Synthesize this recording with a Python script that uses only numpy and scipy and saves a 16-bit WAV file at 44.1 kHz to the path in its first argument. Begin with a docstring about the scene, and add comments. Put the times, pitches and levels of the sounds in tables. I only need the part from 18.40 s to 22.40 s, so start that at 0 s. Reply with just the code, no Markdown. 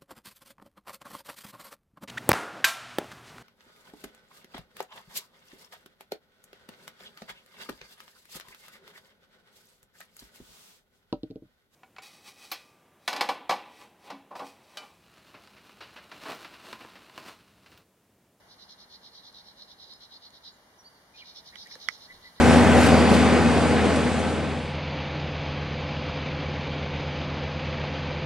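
"""An insect rasps in dry grass, nine chirps a second, pauses briefly and starts again.
Each chirp is a run of tooth strikes that rings narrow wing resonances. Faint birds whistle
in the distance and a few grass stems tick; late on, something snaps sharply close to the
microphone, on the right. Behind it all lie the low rush and fine hiss of open air.
Two narrow notches colour the whole sound."""
import sys
import numpy as np
from scipy import signal
from scipy.fft import rfft, irfft, next_fast_len
from scipy.io import wavfile
from scipy.ndimage import uniform_filter1d, map_coordinates

SR = 44100
rng = np.random.default_rng(int(sys.argv[2]) if len(sys.argv) > 2 else 0)


def wav_out(sig):
    """Save sig, one row per channel (or a flat mono array), as 16-bit PCM at SR to the path in sys.argv[1]."""
    wavfile.write(sys.argv[1], SR, np.round(np.clip(np.atleast_2d(sig).T, -1, 1) * 32767).astype(np.int16))


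N = 176400


def insect(teeth_per_s=3500, stroke_hz=71.4, stroke_depth=0.27, rise_share=0.54, squareness=2.47):
    """Swelling runs of tooth strikes rasp and ring the wings; the field scatters the sound."""
    # chirps: peak_s, level_db, length_s
    chirps = [(0.122, -55.5, 0.06), (0.222, -54.5, 0.063), (0.315, -51.5, 0.057), (0.414, -52.5, 0.057),
              (0.538, -50.5, 0.067), (0.662, -53, 0.071), (0.769, -52, 0.075), (0.866, -50.5, 0.064),
              (0.977, -50, 0.073), (1.087, -54.5, 0.083), (1.213, -50.5, 0.073), (1.311, -52, 0.061),
              (1.429, -49.5, 0.069), (1.515, -51.5, 0.08), (1.633, -48.5, 0.057), (1.742, -49.5, 0.067),
              (1.851, -50.5, 0.061), (1.957, -53, 0.053), (2.072, -47, 0.066), (2.787, -51.5, 0.065),
              (2.888, -50, 0.074), (2.978, -47, 0.053), (3.08, -50.5, 0.053), (3.211, -49, 0.088),
              (3.327, -48, .062), (3.432, -47.5, 0.058), (3.536, -51, 0.085), (3.638, -52, 0.076),
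              (3.744, -55, 0.058), (3.862, -53.5, 0.082), (3.972, -57.5, 0.047)]
    t = np.arange(N) / SR
    swell = np.zeros(N)
    for peak_s, db, length_s in chirps:
        flank_s = length_s * np.where(t < peak_s, rise_share, 1 - rise_share)
        swell += amp(db) * np.exp(-np.abs((t - peak_s) / flank_s) ** squareness)
    stroke_phase = 2 * np.pi * np.cumsum(stroke_hz * (1 + 0.06 * wobble(16))) / SR
    flutter = 1 + stroke_depth * np.sin(stroke_phase)
    strikes = rng.random((3, N)) < teeth_per_s / SR
    teeth = unit(strikes * flutter) * swell
    chirping = np.sqrt(np.mean(swell ** 2)) * (amp(-4) * rasp(teeth[:2]) + wing_ring(teeth[2]))
    direct = shifting_resonances(treble_drift(chirping))
    return direct + amp(-15) * echo(direct, t60_s=0.73)


def rasp(teeth):
    """The strikes heard as a broad band of noise."""
    # rasp spectrum: frequency_hz, level_db
    spectrum = [(2000, -44), (2800, -12.5), (3300, -0.5), (3900, 6.5), (4400, 0), (4900, 0.5), (5600, -0.5),
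                (6300, -5), (7200, -43), (10000, -77)]
    # balance at the microphone: frequency_hz, left_over_right_db
    balance = [(3300, 10.5), (4000, -0.5), (4700, -1), (5300, -3)]
    return unit(filtered(teeth, lambda f: amp(along(spectrum, f)) * pan(along(balance, f)) * (f > 1000)))


def wing_ring(teeth, width_hz=33, left_phase_rad=2.12):
    """The strikes ring narrow resonances of the wings."""
    # wing resonances: pitch_hz, level_db, left_over_right_db
    resonances = [(3755, -8, -2), (3885, -2, -3), (3990, -3, -14), (4222, 1, 0), (4298, -4, -7),
                  (4490, -5, 2), (4810, -8, -5), (5160, -7, -7), (5305, -11, -8)]

    def response(f):
        damping = 1j * f * width_hz
        modes = sum(amp(db) * pan(pan_db) * damping / (hz * hz - f * f + damping)
                    for hz, db, pan_db in resonances)
        band = 1 / (1 + (3000 / (f + 1)) ** 12) / (1 + (f / 6500) ** 12)
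        return modes * band * np.exp(1j * left_phase_rad * np.array([[1], [0]]))
    return unit(filtered(teeth, response))


def treble_drift(x, corner_hz=5200):
    """The chirps slowly dull and brighten."""
    # treble gain: time_s, gain_db
    gains = [(.25, 2.5), (.6, -2.5), (1.95, -6), (2.9, 1.5), (3.56, 7), (3.85, -11)]
    treble = filtered(x, lambda f: 1 / (1 + (corner_hz / (f + 1)) ** 20))
    return x + treble * (fader(gains) - 1)


def shifting_resonances(x, depth_db=2.5, size=1024):
    """Resonances come and go from chirp to chirp: narrow patches of random gain."""
    frames = signal.stft(x, nperseg=size)[2]
    patches = uniform_filter1d(rng.standard_normal(frames.shape[1:]), size=3, axis=0)
    patches = uniform_filter1d(patches, size=6, axis=1)
    shifted = signal.istft(frames * amp(depth_db * unit(patches)), nperseg=size)[1][:, :N]
    return unit(shifted) * np.sqrt(np.mean(x ** 2))


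def snaps(attack_s=0.00035, crack_t60_s=0.0089, crack_pan_db=-7):
    """Each close snap is a brief crack and fast-dying modes; lower snaps ring longer."""
    # snaps and one soft knock: start_s, level_db, pitch_factor, left_over_right_db, crack_gain_db
    events = [(3.1564, -28, 1.5, -14, -10), (3.1578, -32.5, 0.97, -21, -12), (3.3539, -36.5, 0.85, -9, 0.5),
              (3.3578, -44.5, 0.25, 2, -12), (3.4864, -7.5, 0.996, -19.5, -12)]
    # modes at pitch factor 1: pitch_hz, level_db, t60_s
    modes = [(400, -28.5, 0.0087), (1302, -9.5, 0.012), (1590, -8, 0.0055), (2045, -0.5, 0.013),
             (1980, -22, 0.042), (2200, -21.5, 0.018), (3460, -12, 0.0062), (5540, -13.5, 0.0053)]
    # crack spectrum: frequency_hz, level_db
    spectrum = [(100, -9), (400, -23), (1000, -27), (1800, -1), (4400, 16.5), (6500, 9.5), (15000, -15)]
    out, t = np.zeros((2, N)), np.arange(SR // 10) / SR
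    attack = 1 - np.exp(-t / attack_s)
    for start_s, db, pitch, pan_db, crack_db in events:
        ring = sum((-1) ** k * amp(mode_db - 60 * t * pitch / t60) * np.sin(2 * np.pi * hz * pitch * t)
                   for k, (hz, mode_db, t60) in enumerate(modes))
        crack = noise(spectrum)[:, :len(t)] * amp(crack_db - 60 * t / crack_t60_s)
        add(out, start_s, amp(db) * (pan(pan_db) * ring + pan(crack_pan_db) * crack) * attack)
    return out


def grass_ticks(t60_s=0.011):
    """Dry stems tick: tiny bursts of bright noise."""
    # ticks: start_s, level_db
    ticks = [(.927, -53), (1.536, -48), (1.905, -51.5), (3.271, -44)]
    out, t = np.zeros((2, N)), np.arange(SR // 10) / SR
    for start_s, db in ticks:
        burst = noise([(1000, -16), (4000, 5), (9000, -1), (15000, -31)])[:, :len(t)]
        add(out, start_s, burst * amp(db - 60 * t / t60_s))
    return out


def birds(pan_db=-3.5, pipe_s=0.06, pipe_hz=2006, pipe_edge_hz=1914):
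    """Distant whistles, a scratchy phrase and a low piping note, a little to the right."""
    # clear whistles: start_s, length_s, start_hz, middle_hz, end_hz, level_db
    whistles = [(1.5, 0.07, 5250, 5200, 5170, -56), (2.11, 0.059, 7050, 6930, 7020, -68.5),
                (2.378, 0.048, 6100, 5720, 5780, -59.5), (2.44, 0.055, 4200, 4680, 4400, -51.5),
                (2.535, .06, 4550, 4400, 3760, -66), (2.735, 0.047, 2440, 2480, 2520, -51.5)]
    # hoarse notes: start_s, length_s, start_hz, middle_hz, end_hz, level_db
    scratches = [(2.772, 0.052, 2765, 3100, 2950, -51.5), (2.803, .042, 2984, 2333, 2040, -51.5),
                 (3.118, 0.0417, 1580, 2097, 2250, -52.5), (3.205, 0.047, 4900, 4910, 4670, -49.5),
                 (3.252, .036, 1740, 2024, 2540, -53), (3.306, 0.02, 1820, 1980, 2130, -53),
                 (3.455, .032, 3730, 3480, 2770, -48.5)]
    # repeats of the piping note: start_s, level_db
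    repeats = [(3.679, -50), (3.832, -49.5), (3.98, -48)]
    pipes = [(start_s, pipe_s, pipe_edge_hz, pipe_hz, pipe_edge_hz, db) for start_s, db in repeats]
    calls = np.zeros((2, N))
    for notes, rough_rad in [(whistles + pipes, 0.35), (scratches, 1.3)]:
        for start_s, length_s, *pitches_hz, db in notes:
            add(calls, start_s, amp(db) * pan(pan_db) * bird_note(length_s, pitches_hz, rough_rad))
    return calls + amp(-10) * echo(calls, t60_s=1.0)


def bird_note(length_s, pitches_hz, rough_rad, flutter_db=1.8):
    """A tone glides through three pitches; phase jitter makes it hoarse."""
    progress = np.linspace(0, 1, int(length_s * SR))
    hz = np.polyval(np.polyfit([0, .5, 1], pitches_hz, 2), progress)
    phase = 2 * np.pi * np.cumsum(hz) / SR + rough_rad * wobble(600)[:len(hz)]
    envelope = np.sin(np.pi * progress) * amp(flutter_db * wobble(125)[:len(hz)])
    return np.sqrt(2) * envelope * np.sin([phase, phase + 1.75])


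def air_rush():
    """Distant air over the field: centred in the bass, wide higher up."""
    # rush spectrum: frequency_hz, level_db
    spectrum = [(22, -29), (50, -3.5), (130, -6), (190, -1), (330, -7), (550, -4.5), (900, -3),
                (1300, -7.5), (2000, -7), (2600, -22.5)]
    # likeness of left and right: frequency_hz, correlation
    likeness = [(250, .92), (500, 0.85), (900, 0.53), (1400, 0.044), (2000, -0.088)]
    # rush loudness: time_s, level_db
    levels = [(2.8, -61), (3.5, -58.5)]

    def spread(f):
        angle = np.arccos(np.clip(along(likeness, f), -1, 1)) / 2
        return np.array([np.cos(angle), np.sin(angle)]) / (1 + (f / 2800) ** 8)
    mid, side = filtered(noise(spectrum), spread)
    return unit(np.array([mid + side, mid - side])) * fader(levels)


def hiss():
    """A fine, wide hiss that lifts near the end."""
    # hiss spectrum: frequency_hz, level_db
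    spectrum = [(1000, -14.5), (2800, 1.5), (4200, 1.5), (5500, -0.5), (7000, -5), (9000, -6),
                (12000, -6.5), (15500, -15)]
    # hiss loudness: time_s, level_db
    levels = [(2.8, -65.5), (3.3, -60), (4, -61.5)]
    return noise(spectrum) * fader(levels)


def rumble(peak_s=3.76, width_s=0.082, level_db=-64.5):
    """One soft swell of low noise."""
    swell = np.exp(-((np.arange(N) / SR - peak_s) / width_s) ** 2)
    return noise([(120, 4), (500, -50)])[0] * amp(level_db) * swell


def echo(x, t60_s):
    """Diffuse scatter from the field."""
    t = np.arange(SR // 2) / SR
    tail = rng.standard_normal((2, len(t))) * amp(-60 * t / t60_s)
    return signal.fftconvolve(x, tail / np.linalg.norm(tail[0]), axes=1)[:, :N]


def amp(db):
    """Decibels to gain."""
    return 10 ** (np.asarray(db) / 20)


def unit(x):
    """Scale to rms 1."""
    return x / np.sqrt(np.mean(x ** 2) + 1e-20)


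def along(points, hz):
    """Interpolate (frequency_hz, value) points on a log axis."""
    f, values = np.transpose(points)
    return np.interp(np.log(hz + 1), np.log(f + 1), values)


def fader(points):
    """Gain curve through (time_s, level_db) points."""
    return amp(np.interp(np.arange(N) / SR, *np.transpose(points)))


def pan(db):
    """Left and right gains of mean power 1; positive is left."""
    gains = amp(np.array([[.5], [-.5]]) * db)
    return gains / np.sqrt(np.mean(gains ** 2, axis=0))


def wobble(rate):
    """A smooth random curve, rate knots a second."""
    return map_coordinates(rng.standard_normal(int(N * rate / SR) + 4), [np.arange(N) * rate / SR])


def filtered(x, response):
    """Filter x by a function of frequency."""
    size = next_fast_len(N + SR // 2)
    return irfft(rfft(x, size) * response(np.fft.rfftfreq(size, 1 / SR)), size)[..., :N]


def noise(spectrum):
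    """Two unrelated noises coloured by (frequency_hz, level_db) points."""
    return unit(filtered(rng.standard_normal((2, N)), lambda hz: amp(along(spectrum, hz))))


def add(out, start_s, x):
    """Mix x in at start_s."""
    i = max(0, round(start_s * SR))
    out[:, i:i + x.shape[-1]] += x[..., :max(0, N - i)]


def scene():
    """The meadow at the microphone; close sounds get only a short scatter."""
    animals = insect() + birds()
    close = snaps() + grass_ticks()
    return animals + close + amp(-12.5) * echo(close, t60_s=0.068) + air_rush() + hiss() + rumble()


def record(dry, steepness=6, top_hz=15800):
    """Two minimum-phase band-stop filters and a steep band limit."""
    # notches: centre_hz, width_hz
    notches = [(2590, 295), (7720, 900)]
    size = next_fast_len(N + SR // 2)
    hz = np.fft.rfftfreq(size, 1 / SR)
    gain = np.prod([1 / np.sqrt(1 + (width / 2 / (np.abs(hz - centre) + 1)) ** steepness)
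                    for centre, width in notches], axis=0)
    cepstrum = irfft(np.log(gain + 1e-4), size)
    fold = np.where(np.arange(size) < size // 2, 2, 0)  # the notches ring only after a sound
    fold[0] = 1
    causal = np.exp(rfft(cepstrum * fold))
    return filtered(dry, lambda f: causal * (f < top_hz))


dry = scene()
out = record(dry)
wav_out(out)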